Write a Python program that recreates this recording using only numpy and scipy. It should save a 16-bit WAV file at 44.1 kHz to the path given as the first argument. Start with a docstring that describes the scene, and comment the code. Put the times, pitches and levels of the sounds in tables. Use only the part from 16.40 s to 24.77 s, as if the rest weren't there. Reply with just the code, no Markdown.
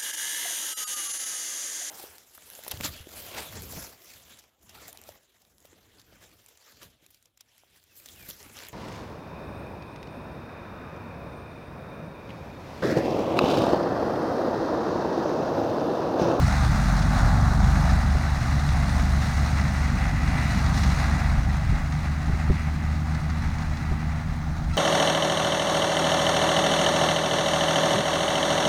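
"""Tractor and forage harvester in a field

A diesel tractor pulls a forage harvester away. Tones tied to the firing rate make the exhaust drone; under load the
drive beats unevenly, and when the crop thins the engine speeds up and runs smooth. Shaped noise makes the rotor's roar,
the hiss of cut grass in the chute, its slaps on the trailer, a low rumble and the light wind on the small microphone.
Something close buzzes briefly at the end, built from a stack of harmonics."""
import sys
import numpy as np
from scipy import signal
from scipy.fft import rfft, irfft, next_fast_len
from scipy.io import wavfile
from scipy.ndimage import uniform_filter1d, map_coordinates

SR = 44100
rng = np.random.default_rng(int(sys.argv[2]) if len(sys.argv) > 2 else 0)


def transcribe(signal):
    """Save signal, clipped to [-1, 1], as a 16-bit WAV file at the path in sys.argv[1]."""
    frames = np.atleast_2d(signal).T
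    limited = np.clip(frames, -1, 1)
    pcm = np.round(limited * 32767).astype(np.int16)
    wavfile.write(sys.argv[1], SR, pcm)


N = 369116  # length in samples

# Engine speed. Each row: time in seconds, nominal firing rate in Hz (the main drone lies 1% below it).
ENGINE_SPEED = [(0, 71.7), (1.25, 72.6), (4.6, 72.9), (5.25, 75.2), (6.3, 77.2), (7.25, 77.3), (8, 78.1),
                (8.37, 78.1)]
# Main exhaust sounds. Each row: time in seconds, firing tone in dB, uneven beat in dB.
DRONE_LEVELS = [(0, -24.5, -28), (.3, -24.5, -26.5), (.5, -36, -21), (.8, -32, -23), (1, -24.5, -23.5),
                (1.5, -23, -24), (2, -26, -37), (2.6, -23.5, -25.5), (3, -25, -36), (3.3, -25, -34),
                (3.6, -31.5, -26), (4.1, -27, -32.5), (4.5, -25, -29), (5, -26, -28), (5.5, -31, -34),
                (6, -25.5, -35), (6.8, -29, -48), (8.37, -32, -41)]
# Higher exhaust tones. Each row: multiple of the firing rate, level in dB against the 3rd multiple.
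HIGH_MULTIPLES = [(4, -11), (5, -25)]
# Tones of the uneven drive. Each row: frequency in thirds of the firing rate, level in dB against the smoothed beat.
UNEVEN_TONES = [(4, -10), (5, -8.5), (7, -12.5), (8, -15.5), (10, -22), (11, -23.5)]
SECOND_DB, THIRD_DB = -31, -44  # 2nd and 3rd multiples of the firing rate at the start
RECEDE_DB_PER_S = 0.43  # fading of the engine's and rotor's 2nd multiples as the tractor draws away
UNLOADED_S, FREE_DB = 5.37, 2.5  # when the crop thins, and the rise of the 3rd and higher multiples
ROTOR_RATIO = .944  # nominal rotor blade passes for each firing

# Harvester loudness. Each row: time in seconds, roar in dB, whirr in dB, hiss in dB.
HARVESTER_LEVELS = [(0.0, -33, -40.5, -40.5), (0.23, -30, -39.5, -39.5), (0.62, -32.5, -41.5, -42),
                    (0.85, -28, -40.5, -40.5), (0.99, -32, -47, -44), (1.38, -31, -41.5, -41),
                    (1.8, -35, -41.5, -44.5), (2.89, -34.5, -40, -41), (3.81, -36, -38.5, -46),
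                    (4.11, -35, -35, -41), (4.32, -34, -40, -43.5), (4.37, -34.5, -38.5, -39),
                    (4.92, -34, -39, -45), (5.02, -38, -43, -47.5), (6.24, -40.5, -42.5, -50),
                    (6.7, -40.5, -45.5, -50.5), (7.28, -40, -43, -50), (7.79, -41, -45.5, -53),
                    (8.28, -41.5, -51.5, -53.5), (8.3, -44.5, -48, -51.5)]
# Tone colour of the rotor's roar. Each row: frequency in Hz, relative level in dB per Hz.
ROAR_COLOUR = [(250, -39), (450, -17), (600, -6), (760, 0.5), (900, -3), (1000, -6.5), (1200, -3),
               (1500, -5.5), (1800, -10), (2600, -31)]
# Tone colour of the whirr. Each row: frequency in Hz, relative level in dB per Hz.
WHIRR_COLOUR = [(1200, -14.5), (1700, -5.5), (1870, -3), (1980, 1.5), (2100, -3.5), (2300, -7), (2700, -11),
                (3600, -22.5)]
# Tone colour of grass hissing up the chute. Each row: frequency in Hz, relative level in dB per Hz.
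HISS_COLOUR = [(1800, -33), (2800, -5.5), (3500, -4), (4000, 1), (4500, -3), (6200, -4), (9200, -12),
               (12000, -20), (18500, -30)]

# Wind and low rumble between swells. Each row: time in seconds, buffet in dB, flutter in dB, rumble in dB.
WIND_AND_RUMBLE_LEVELS = [(0, -40, -29.5, -30.5), (1, -39, -29.5, -30.5), (2, -36, -29.5, -33),
                          (3.6, -36, -31.5, -32.5), (4.2, -39, -27.5, -30.5), (5, -40, -34.5, -34.5),
                          (5.6, -38.5, -34.5, -39.5), (6.5, -42, -35.5, -37), (8.37, -35, -37.5, -39.5)]
# Swells. Each row: time of the peak in seconds, rise of the buffet in dB, width in seconds.
GUST_EVENTS = [(.07, 7, .1), (.28, 11, 0.11), (.84, 14, 0.12), (1.24, 12, 0.078), (1.54, 13, .08),
               (2.07, 2, 0.25), (3.8, 2, 0.098), (4.31, 8, .1), (4.5, 13, 0.088), (4.97, 15, 0.18),
               (5.31, 16, 0.11), (5.9, 13, .08), (6.11, 13, .12), (6.48, 3, 0.18), (7.04, 10, 0.14),
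               (7.3, 6, 0.33), (7.92, 4, 0.085)]
FLUTTER_SHARE, RUMBLE_SHARE = 0.44, 0.16  # part of a swell's dB rise that reaches these layers
# Tone colour of the wind's buffeting. Each row: frequency in Hz, relative level in dB per Hz.
BUFFET_COLOUR = [(8, -33), (16, -15), (30, 4), (60, -5), (100, -8), (200, -38)]
# Tone colour of the wind's flutter. Each row: frequency in Hz, relative level in dB per Hz.
FLUTTER_COLOUR = [(30, -19), (60, -5), (85, -3), (110, 0), (150, -3.5), (200, -14.5), (300, -43)]
# Tone colour of the low rumble of the machine and trailer. Each row: frequency in Hz, relative level in dB per Hz.
RUMBLE_COLOUR = [(110, -18), (170, 1), (200, -1.5), (250, -6), (290, -11), (340, -20), (450, -26),
                 (600, -43)]

# Clumps hitting sheet metal. Each row: time in seconds, splash strength in dB, body strength in dB.
SLAP_EVENTS = [(0.6249, -37, -33), (1.3544, -39, -24.5), (1.496, -35.5, -32), (2.8205, -39.5, -33),
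               (3.2111, -36, -36), (3.2779, -35, -36), (3.8761, -37, -30), (3.9779, -39.5, -25),
               (4.2617, -33.5, -28), (4.341, -36, -34), (4.375, -30, -29), (4.4333, -28.5, -28),
               (4.4994, -35, -28), (4.5994, -38.5, -31), (4.6404, -35, -25), (5.1394, -43, -33),
               (5.5209, -42, -31), (6.7471, -37, -31), (6.8987, -38, -33.5), (7.0194, -41, -33),
               (7.182, -39, -35), (7.2199, -38, -37), (7.3694, -39.5, -38)]
# Tone colour of a slap's splash. Each row: frequency in Hz, relative level in dB per Hz.
SPLASH_COLOUR = [(1500, -15), (2500, -1), (4000, 2.5), (6500, -2.5), (9500, -18), (14000, -40)]
# Tone colour of a slap's duller body. Each row: frequency in Hz, relative level in dB per Hz.
BODY_COLOUR = [(500, -25), (750, -1), (1300, -2), (2000, 1), (2600, -14), (3600, -25)]
SMALL_SLAPS_PER_S = 3
SMALL_SLAP_DB = 2.5  # least strength of a small slap over the hiss

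# Wind pops. Each row: time in seconds, strength in dB.
POP_EVENTS = [(0.862, -20.5), (1.116, -18.5), (1.75, -20.5), (5.324, -22), (5.896, -20.5), (5.94, -21),
              (6.099, -9), (7.513, -18.5)]

# The close buzz. One row: start in seconds, end in seconds, pitch in Hz.
BUZZ_EVENT = (8.328, 8.362, 660)
# Harmonics of the buzz, from its pitch upward. Each entry: peak level in dB, before the wavering.
BUZZ_HARMONICS = [-50, -41, -52, -49, -52, -51, -57, -54, -58, -56, -66, -61, -56]

# Microphone housing. Each row: centre in Hz, width in Hz, change of level in dB.
HOUSING_NOTCHES = [(3096, 110, -14), (7600, 480, -6), (10520, 550, -7.5), (13600, 800, 0)]
# Whine of the electronics. Each row: frequency in Hz, rms level in dB.
WHINE_TONES = [(15735, -91)]
TOP_HZ = 17200  # nothing passes from here up


def amp(db):
    """Turn a level in dB into a gain."""
    return 10 ** (np.asarray(db) / 20)


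def unit(x):
    """Scale x to an rms of 1."""
    return x / np.sqrt(np.mean(x ** 2) + 1e-20)


def seconds():
    """The time of every sample."""
    return np.arange(N) / SR


def curves(rows):
    """Join the rows by straight lines: one curve for each column after the time."""
    times, *columns = np.transpose(rows)
    return [np.interp(seconds(), times, column) for column in columns]


def wobble(rate):
    """A smooth curve through random values, rate of them a second."""
    knots = rng.standard_normal(int(N * rate / SR) + 4)
    return map_coordinates(knots, [np.arange(N) * rate / SR])


def white():
    """White noise, equally strong at every frequency."""
    return rng.standard_normal(N)


def filtered(x, response):
    """Multiply the frequencies of x by a response."""
    size = next_fast_len(N + SR // 2)
    spectrum = rfft(x, size) * response(np.fft.rfftfreq(size, 1 / SR))
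    return irfft(spectrum, size)[..., :N]


def coloured(x, colour):
    """Shape x by points joined on a log frequency axis, all but silent outside them, at an rms of 1."""
    freqs, db = np.transpose(colour)

    def response(hz):
        return amp(np.interp(np.log(hz + 1), np.log(freqs + 1), db, -120, -120))

    return unit(filtered(x, response))


def patchy(depth_db):
    """White noise whose gain drifts in small and in broad patches of time and pitch."""
    grid = signal.stft(white(), nperseg=512)[2]

    def field(wide, long):
        across_pitch = uniform_filter1d(rng.standard_normal(grid.shape), wide, axis=0)
        return unit(uniform_filter1d(across_pitch, long, axis=1))

    patches = field(6, 6) + .3 * field(24, 20)
    return signal.istft(grid * amp(depth_db * patches), nperseg=512)[1][:N]


def tone(multiple, turns, drift, waver_db):
    """A sine at a multiple of a turning rate, its phase and level unsettled by the air on the way."""
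    phase = 2 * np.pi * (multiple * turns + rng.random()) + drift * multiple * wobble(6)
    return np.sqrt(2) * amp(waver_db * wobble(7)) * np.sin(phase)


def at_times(times, db, shape):
    """Place a copy of one shape at each time, with its own strength."""
    marks = np.bincount(np.round(times * SR).astype(int), amp(db), N)
    return signal.fftconvolve(marks, shape)[:N]


def bursts(times, db, rise, t60):
    """A loudness curve with a quick swell at each time, its decay losing 60 dB in t60 seconds."""
    t = np.arange(SR // 8) / SR
    return np.abs(at_times(times, db, (1 - np.exp(-t / rise)) * amp(-60 * t / t60)))


def engine(firings):
    """Exhaust tones follow the firings; load brings a beat at two thirds of their rate and tones between."""
    first_db, beat_db = curves(DRONE_LEVELS)
    second_db = SECOND_DB - RECEDE_DB_PER_S * seconds()
    freed = np.clip((seconds() - UNLOADED_S) / .3, 0, 1)  # the load comes off over 0.3 s
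    third_db = THIRD_DB + FREE_DB * freed

    drone = amp(first_db) * tone(0.99, firings, .05, waver_db=0.84)
    drone += amp(second_db) * tone(2, firings, .04, waver_db=1.4)
    drone += amp(third_db) * tone(3, firings, .04, waver_db=1.2)
    high = sum(amp(db) * tone(k, firings, .08, waver_db=3.5) for k, db in HIGH_MULTIPLES)
    drone += amp(third_db) * high

    beat = amp(beat_db) * tone(2 / 3, firings, .08, waver_db=1.2)
    between = sum(amp(db) * tone(k / 3, firings, .1, waver_db=2.5) for k, db in UNEVEN_TONES)
    smooth_beat_db = uniform_filter1d(beat_db, size=SR)  # averaged over one second
    return drone + beat + amp(smooth_beat_db) * between


def rotor(firings):
    """The blades pass a little slower than the firings, so the drone throbs against them."""
    passes = ROTOR_RATIO * firings
    low_db = uniform_filter1d(curves(DRONE_LEVELS)[0], size=SR) - 8.5
    low = amp(low_db) * tone(0.98, passes, .15, waver_db=2.5)
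    second_db = -36.5 - RECEDE_DB_PER_S * seconds()
    return low + amp(second_db) * tone(2, passes, 0.14, waver_db=1.5)


def harvester(firings):
    """Noises that pulse with the firings and swell together as wads of grass pass."""
    roar_db, whirr_db, hiss_db = curves(HARVESTER_LEVELS)
    pulse = np.cos(2 * np.pi * firings + 0.54 * wobble(5))
    wads = wobble(40) + .6 * wobble(14)

    roar_swell = amp(0.72 * wads)
    roar = coloured(patchy(depth_db=0.6) * (1 + 0.17 * pulse) * roar_swell, ROAR_COLOUR)
    whirr_swell = amp(1.17 * wads + 0.61 * wobble(9))
    whirr = coloured(patchy(depth_db=0.13) * (1 + 0.14 * pulse) * whirr_swell, WHIRR_COLOUR)
    hiss_swell = amp(0.64 * wads + 0.77 * wobble(200))
    hiss = coloured(patchy(depth_db=0.93) * (1 + 0.1 * pulse) * hiss_swell, HISS_COLOUR)
    return amp(roar_db) * roar + amp(whirr_db) * whirr + amp(hiss_db) * hiss


def wind_and_rumble():
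    """Wind buffets and low rumble: three bands of noise that swell, the lowest most."""
    buffet_db, flutter_db, rumble_db = curves(WIND_AND_RUMBLE_LEVELS)
    t = seconds()
    gust_db = sum(db * np.exp(-(2 * (t - peak) / width) ** 2) for peak, db, width in GUST_EVENTS)
    buffet_db = buffet_db + gust_db + 3.0 * wobble(8.8)
    flutter_db = flutter_db + FLUTTER_SHARE * gust_db + 0.97 * wobble(12)
    rumble_db = rumble_db + RUMBLE_SHARE * gust_db + .9 * wobble(12)

    buffet = amp(buffet_db) * coloured(white(), BUFFET_COLOUR)
    flutter = amp(flutter_db) * coloured(white(), FLUTTER_COLOUR)
    rumble = amp(rumble_db) * coloured(white(), RUMBLE_COLOUR)
    return buffet + flutter + rumble


def slaps():
    """Each clump of grass is a short splash of noise with a duller body; small ones land at random."""
    times, splash_db, body_db = np.transpose(SLAP_EVENTS)
    place, size = rng.random((int(SMALL_SLAPS_PER_S * N / SR), 2)).T
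    small_at = place * (N - 1)  # in samples
    hiss_db = curves(HARVESTER_LEVELS)[2][small_at.astype(int)]
    small_db = hiss_db + SMALL_SLAP_DB + 6 * size  # up to 6 dB stronger at random

    times = np.r_[times, small_at / SR]
    splash_db = np.r_[splash_db, small_db]
    body_db = np.r_[body_db, small_db]
    splash = bursts(times, splash_db, rise=0.00095, t60=0.05) * coloured(white(), SPLASH_COLOUR)
    body = bursts(times, body_db, rise=0.0016, t60=0.054) * coloured(white(), BODY_COLOUR)
    return splash + body


def wind_pops():
    """Sharp pops of wind: the microphone's diaphragm snaps out and back, with a short rattle."""
    times, db = np.transpose(POP_EVENTS)
    t = np.arange(SR // 10) / SR

    def sine(hz):
        return np.sin(2 * np.pi * hz * t)

    push = np.tanh(3 * sine(52)) * amp(-60 * t / .09)  # tanh flattens the swings
    push += .6 * sine(175) * amp(-60 * t / .06)
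    swell = t / 0.0067 * np.exp(1 - t / 0.0058)  # the rattle peaks as the diaphragm snaps back
    push += swell * (0.19 * sine(370) + 0.054 * sine(600))
    push *= 1 - np.exp(-t / .0008)  # soften the very start
    return at_times(times, db, push)


def buzz():
    """A brief buzz close by: harmonics of one pitch, each made rough by fast changes of level."""
    start, end, pitch_hz = BUZZ_EVENT
    t = seconds()
    on = np.clip(np.minimum(t - start, end - t) / 0.0046, 0, 1)  # 4.6 ms fades
    total = np.zeros(N)
    for multiple, db in enumerate(BUZZ_HARMONICS, start=1):
        harmonic = tone(multiple, pitch_hz * t, 0, waver_db=0) / np.sqrt(2)
        total += amp(db) * harmonic * amp(2.5 * wobble(150))
    return on * total


def scene():
    """Add the machine, wind, rumble and buzz together on one channel."""
    firings = np.cumsum(curves(ENGINE_SPEED)[0]) / SR  # running count at the nominal rate
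    machine = engine(firings) + rotor(firings) + harvester(firings) + slaps()
    return (machine + wind_and_rumble() + wind_pops() + buzz())[None]


def record(dry):
    """Add the housing's notches, amplifier hiss and a faint whine, then cut off the highest treble."""
    def housing(hz):
        return amp(sum(db / (1 + ((hz - centre) / width * 2) ** 2) for centre, width, db in HOUSING_NOTCHES))

    hiss = amp(-59.0) * coloured(white(), [(3000, 8), (10000, -11), (19000, -9)])  # Hz, relative dB
    whine = sum(np.sqrt(2) * amp(db) * np.sin(2 * np.pi * hz * seconds()) for hz, db in WHINE_TONES)
    return filtered(filtered(dry, housing) + hiss + whine, lambda hz: hz < TOP_HZ)


dry = scene()
out = record(dry)
transcribe(out)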